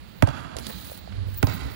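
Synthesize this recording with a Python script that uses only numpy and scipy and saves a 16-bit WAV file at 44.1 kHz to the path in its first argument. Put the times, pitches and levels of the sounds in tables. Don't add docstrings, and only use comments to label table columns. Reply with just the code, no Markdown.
import sys
import numpy as np
from scipy import signal
from scipy.fft import rfft, irfft
from scipy.io import wavfile

SR = 44100
rng = np.random.default_rng(int(sys.argv[2]) if len(sys.argv) > 2 else 0)


def unload_audio(sound):
    columns = np.transpose(np.atleast_2d(sound))
    steps = np.round(np.clip(columns, -1, 1) * 32767)
    wavfile.write(sys.argv[1], SR, steps.astype(np.int16))


N = 77175
TIME_S, FREQ_HZ = np.arange(N) / SR, np.fft.rfftfreq(2 * N, 1 / SR)

# (frequency [Hz], level [dB])
AIR_SPECTRUM = [(20, -20), (42, -44), (58, 7.5), (100, -6.5), (200, -5.5), (280, -16), (500, -18.5),
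                (1500, -24), (4500, -25.5), (5700, -40.5), (7200, -38), (11000, -45), (13300, -56),
                (16000, -86)]
RUMBLE_SPECTRUM = [(30, -9), (70, 12), (170, -9), (260, -4), (450, -19), (1500, -31.5), (4000, -65)]
RUSTLE_SPECTRUM = [(1500, 9), (4000, 6.5), (5600, 4), (7000, 2.5), (8700, 9.5), (10500, 5), (12200, -1.5),
                   (13300, 11), (16000, -8)]
HISS_SPECTRUM = [(12500, -50), (14200, -43), (14900, 5), (15300, 2), (15700, 1), (16300, -42)]
SCUFF_SPECTRUM = [(100, -16), (200, 0), (380, -1), (600, 6.5), (1000, 1), (1800, 2), (2700, 1), (4500, 3.5),
                  (6000, -13.5), (12000, -23)]
# (frequency [Hz], gain [dB])
HALL_EQ = [(40, -9.5), (70, -17.5), (110, -10), (250, -13.5), (600, -16.5), (1300, -1), (2500, -6.5),
           (4400, 0), (5700, -9.5), (7000, -6), (11000, -28), (16000, -5)]
ROUGH_WALL_EQ = [(50, -14), (120, -2.5), (300, 0.5), (700, 0.5), (1500, 0.5), (3000, -21), (8000, 3),
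                 (16000, -12)]
FLAT_WALL_EQ = [(100, -9), (500, -7.5), (1000, 10), (2000, -5.5), (4800, 11.5), (8000, -1.5), (14000, -1)]
PAT_EQ = [(60, -15), (200, 7), (600, 6.5), (1100, -6), (2500, -4), (4300, -1.5), (6000, -3.5),
          (11000, -11.5), (16000, -34)]
SLAP_EQ = [(150, -5), (500, -22), (900, 9), (1400, -4.5), (2100, -2.5), (3000, -6), (3800, -12),
           (5000, -16), (7500, -16.5), (10000, -21), (13000, -25), (16000, -25)]
LEFT_MIC_EQ = [(60, -3), (110, -14.5), (260, -14.5), (400, -14.5), (700, -7.5), (1300, -11), (2400, -20),
               (4400, -25.5), (7600, -14.5), (8400, 1), (16000, -0.5)]
# (frequency [Hz], phase [rad])
LEFT_MIC_PHASE = [(0, -1.6), (600, -3), (2500, -8.5), (4500, -6.5), (8200, -4), (16500, 7)]
# (frequency [Hz], T60 [s])
HALL_DECAY = [(60, 0.5), (250, 3.75), (1000, 1.57), (4000, 1.7), (8000, 1.4), (16000, 0.29)]
# (delay after the first [s], relative level [dB])
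ROUGH_ECHOES = [(0, -17), (.007, -26), (0.0149, -21.5), (0.029, -34)]
# (delay [s], gap to second [s], first gain [dB], second gain [dB])
FLAT_ECHOES = [(.049, .0158, -21, -21), (.0418, .027, -11.5, -19)]
# (time [s], level [dB])
BOOM_ENVELOPE = [(1.08, -67), (1.125, -33), (1.165, -27), (1.26, -28), (1.34, -30.5), (1.41, -35),
                 (1.5, -36.5), (1.75, -45.5)]
# (time [s], relative rustle [dB], relative hiss [dB])
CLOTH_ENVELOPE = [(0, -71, -71), (.19, -84, -58), (.4, -60.5, -76), (.55, -79, -78), (0.592, -45.5, -56),
                  (.65, -61, -71), (.69, -44, -41), (.74, -58, -52), (.87, -51.5, -48.5),
                  (0.982, -54.5, -52), (1.04, -126.5, -65), (1.245, -83, -82), (1.274, -63, -61),
                  (1.36, -67, -53), (1.46, -60, -45), (1.54, -59, -52), (1.6, -57.5, -66), (1.75, -62, -53)]
# (time [s], width [s], relative rustle [dB], relative hiss [dB])
CLOTH_SWISHES = [(1.346, 0.0039, -48, -66), (1.383, 0.0069, -54.5, -30.5), (1.55, 0.013, -55.5, -43)]
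# (time [s], width [s], level [dB], tilt [dB/oct])
SCUFF_EVENTS = [(0.605, 0.021, -41.5, -5.5), (0.656, 0.015, -41, 4.5), (0.703, 0.0085, -33.5, -6),
                (.745, 0.042, -47.5, -2), (.899, 0.0017, -36.5, -6), (1.125, 0.0028, -39.5, -3),
                (1.17, 0.059, -48, -2), (1.33, 0.082, -52, 0.5), (1.69, 0.029, -39, -5)]
# (time [s], frequency [Hz], level [dB])
SHOE_TAPS = [(.558, 640, -25), (.917, 580, -25), (1.075, 675, -28.5), (1.284, 510, -32)]
# (time [s], frequency [Hz], level [dB], rise [s])
LOW_THUDS = [(.285, 119, -20, 0.0118), (0.559, 80, -28.5, 0.009), (.575, 236, -37, 0.034),
             (0.669, 215.7, -31, 0.017), (0.736, 181, -33.5, 0.028), (1.085, 197, -35.5, 0.029),
             (1.539, 194, -24, 0.0085), (1.601, 65.3, -25.5, 0.046)]
# (time [s], relative level [dB], tilt [dB/oct], decay [s])
HAND_PATS = [(0.567, -1, -.5, 0.0035), (.586, -3, -1, 0.0024), (0.6676, 4, -1, 0.0019)]
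# (frequency [Hz], relative level [dB], T60 [s])
CAVITY_MODES = [(988, 23, 0.1), (1040, 26, 0.29), (1200, -51, 0.29), (1570, 17, 0.6), (2035, -2, 0.22),
                (2450, 15, 0.45), (3000, -5, .3)]
# (frequency [Hz], relative level [dB], rise [s], shape [-], share of knock gain [-])
KNOCK_MODES = [(274.3, -7, 0.0083, 5.26, 0.44), (399, -20, 0.0024, 1.56, -1.14),
               (627, -4, 0.003, 2.9, 0.97), (804, -15.5, 0.0094, 17, 0.53), (1260, -26.5, 0.012, 12, 0.74)]
# (time [s], gain [dB], knock gain [dB], slap tilt [dB/oct], smack [Hz], smack gain [dB],
# hall gain [dB])
BALL_BOUNCES = [(.2240, 0.5, -3.5, -1, 2100, -13.5, 0.5), (1.4286, -1.5, -7.5, 0.5, 1336, -11.5, 4)]


def amp(db):
    return 10 ** (np.asarray(db) / 20)


def curve(points, hz=FREQ_HZ):
    point_hz, value = np.transpose(points)
    return np.interp(np.log(hz + 1), np.log(point_hz + 1), value)


def tilt(db_per_oct):
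    return db_per_oct * np.log2(np.clip(FREQ_HZ, 400, 10000) / 2000)


def add(mix, at_s, sound):
    part = mix[max(round(at_s * SR), 0):][:len(sound)]
    part += sound[:len(part)]


def colour(x, gain_db):
    log_gain = np.log(amp(np.maximum(gain_db, -100)))
    mirrored = np.r_[log_gain, log_gain[-2:0:-1]]
    response = np.exp(np.conj(signal.hilbert(mirrored)))[:N + 1]
    return irfft(rfft(x, 2 * N) * response)[..., :N]


def convolve(x, impulses):
    return signal.fftconvolve(x[None], impulses, axes=1)[:, :N]


def noise(spectrum_db):
    x = irfft(rfft(rng.standard_normal(2 * N)) * amp(spectrum_db))[:N]
    return x / np.sqrt(np.mean(x ** 2) + 1e-20)


def wobble(corner_hz, order=2):
    return noise(-10 * order * np.log10(1 + (FREQ_HZ / corner_hz) ** 2))


def bell(at_s, width_s):
    return np.exp(-0.5 * ((TIME_S - at_s) / width_s) ** 2)


def swell(rise_s, shape):
    u = TIME_S / rise_s + 1e-9
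    return np.exp(shape * (np.log(u) + 1 - u))


def ring(hz, rise_s, shape):
    return swell(rise_s, shape) * np.sin(2 * np.pi * hz * TIME_S)


def stereo(a, b, spread=0.55):
    return np.array([np.sqrt(1 - spread) * a + np.sqrt(spread) * b, a])


def room_air():
    return amp(-40.5) * stereo(noise(curve(AIR_SPECTRUM)), noise(curve(AIR_SPECTRUM)))


def hall(x, delay_s=0.037, rise_s=0.004, flutter_db=2.1):
    hz, time_s, bands = signal.stft(rng.standard_normal((2, N)), SR, nperseg=256)
    t60_s = curve(HALL_DECAY, hz)[:, None]
    unit_energy = np.sqrt(2 * np.log(1000) / t60_s / SR)
    tail = signal.istft(bands * amp(-60 * time_s / t60_s) * unit_energy, SR, nperseg=256)[1][:, :N]
    onset = 1 - np.exp(-np.maximum(TIME_S - delay_s, 0) / rise_s)
    flutter = amp(flutter_db * wobble(corner_hz=45))
    return stereo(*convolve(colour(x, curve(HALL_EQ)), tail * onset * flutter))


def wall_echoes(x, gap_s, first_db, second_db, scatter_db=-13, scatter_s=0.0017):
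    impulses, flat = np.zeros((2, N)), np.zeros(N)
    for side in impulses:
        for delay_s, db in ROUGH_ECHOES:
            add(side, delay_s, amp(db + scatter_db) * rng.standard_normal(N) * np.exp(-TIME_S / scatter_s))
    add(flat, 0, amp(first_db) * x)
    add(flat, gap_s, amp(second_db) * x)
    smeared = colour(stereo(*convolve(x, impulses)), curve(ROUGH_WALL_EQ))
    return smeared + colour(flat, curve(FLAT_WALL_EQ))


def near_scatter(x, decay_s=0.013):
    impulses = amp(-36) * rng.standard_normal((2, N)) * np.exp(-TIME_S / decay_s)
    return colour(convolve(x, impulses), tilt(-0.5))


def boom(hz=96.4, waver_depth=0.26):
    waver = 1 + waver_depth * wobble(corner_hz=25, order=4)
    note = np.sqrt(2) * np.sin(2 * np.pi * hz * TIME_S) * waver
    rumble = amp(-5) * noise(curve(RUMBLE_SPECTRUM))
    return amp(np.interp(TIME_S, *np.transpose(BOOM_ENVELOPE))) * (note + rumble)


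def clothes(grain_db=2.1):
    time_s, rustle_db, hiss_db = np.transpose(CLOTH_ENVELOPE)
    rustle_gain = amp(np.interp(TIME_S, time_s, rustle_db))
    hiss_gain = amp(np.interp(TIME_S, time_s, hiss_db))
    for at_s, width_s, swish_db, swish_hiss_db in CLOTH_SWISHES:
        rustle_gain += amp(swish_db) * bell(at_s, width_s)
        hiss_gain += amp(swish_hiss_db) * bell(at_s, width_s)
    grain = amp(grain_db * wobble(corner_hz=90))
    hiss = hiss_gain * noise(curve(HISS_SPECTRUM))
    rustle = amp(6) * rustle_gain * noise(curve(RUSTLE_SPECTRUM))
    return grain * (rustle + hiss)


def scuffs():
    return sum(amp(db) * bell(at_s, width_s) * noise(curve(SCUFF_SPECTRUM) + tilt(db_per_oct))
               for at_s, width_s, db, db_per_oct in SCUFF_EVENTS)


def taps_and_thuds():
    out = np.zeros(N)
    for at_s, hz, db in SHOE_TAPS:
        add(out, at_s, amp(db) * ring(hz, rise_s=0.0024, shape=3.3))
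    for at_s, hz, db, rise_s in LOW_THUDS:
        add(out, at_s, amp(db) * ring(hz, rise_s, shape=2.3))
    return out


def hands(gain_db=-16):
    out = np.zeros(N)
    for at_s, db, db_per_oct, decay_s in HAND_PATS:
        burst = rng.standard_normal(N) * np.exp(-TIME_S / decay_s)
        add(out, at_s, colour(burst, gain_db + db + curve(PAT_EQ) + tilt(db_per_oct)))
    return out


def ping(gain_db=-60):
    return sum(amp(gain_db + db - 60 * TIME_S / t60_s) * np.sin(2 * np.pi * hz * TIME_S)
               for hz, db, t60_s in CAVITY_MODES)


def knock(gain_db):
    return sum(amp(db + share * gain_db) * ring(hz, rise_s, shape)
               for hz, db, rise_s, shape, share in KNOCK_MODES)


def thump(start_hz=274.6, end_hz=51, glide_s=0.011):
    hz = end_hz + (start_hz - end_hz) * np.exp(-TIME_S / glide_s)
    return -amp(-5) * swell(rise_s=0.015, shape=5.4) * np.sin(2 * np.pi * np.cumsum(hz) / SR)


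def slap(db_per_oct, gain_db=15.5, grit_s=0.0022, rub_at_s=0.014, rub_width_s=0.0013):
    grit = amp(-19) * np.exp(-TIME_S / grit_s)
    rub = amp(-33.5) * np.exp(-((TIME_S - rub_at_s) / rub_width_s) ** 2)
    skin = rng.standard_normal(N) * (grit + rub)
    add(skin, at_s=0, sound=[-1])
    add(skin, at_s=0.0015, sound=[-0.7])
    return colour(skin, gain_db + curve(SLAP_EQ) + tilt(db_per_oct))


def scene():
    out = room_air()
    for bounce, (echo_s, *echo_pair) in zip(BALL_BOUNCES, FLAT_ECHOES):
        at_s, db, knock_db, db_per_oct, smack_hz, smack_db, hall_db = bounce
        ball, smack, delayed = np.zeros((3, N))
        add(ball, at_s, amp(db) * (slap(db_per_oct) + thump() + knock(knock_db) + ping()))
        add(smack, at_s, amp(db + smack_db) * ring(smack_hz, rise_s=0.002, shape=5.1))
        room_send = ball + 0.3 * smack
        add(delayed, echo_s, room_send)
        out += ball + smack + near_scatter(ball)
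        out += wall_echoes(delayed, *echo_pair) + amp(hall_db) * hall(room_send)
    pats, taps_thuds = hands(), taps_and_thuds()
    tail = hall(amp(5.5) * pats + amp(-21) * taps_thuds)
    return out + pats + taps_thuds + tail + scuffs() + boom() + clothes()


def record(dry):
    phase_rad = np.interp(FREQ_HZ, *np.transpose(LEFT_MIC_PHASE))
    response = amp(curve(LEFT_MIC_EQ)) * np.exp(1j * phase_rad)
    left = irfft(rfft(dry[0], 2 * N) * response)[:N]
    both = np.array([left, dry[1]])
    rounded = both / (1 + both ** 8) ** (1 / 8)
    lowpass = signal.firwin(255, cutoff=16300, window=("kaiser", 9), fs=SR)
    return signal.oaconvolve(rounded, lowpass[None], "same")


dry = scene()
out = record(dry)
unload_audio(out)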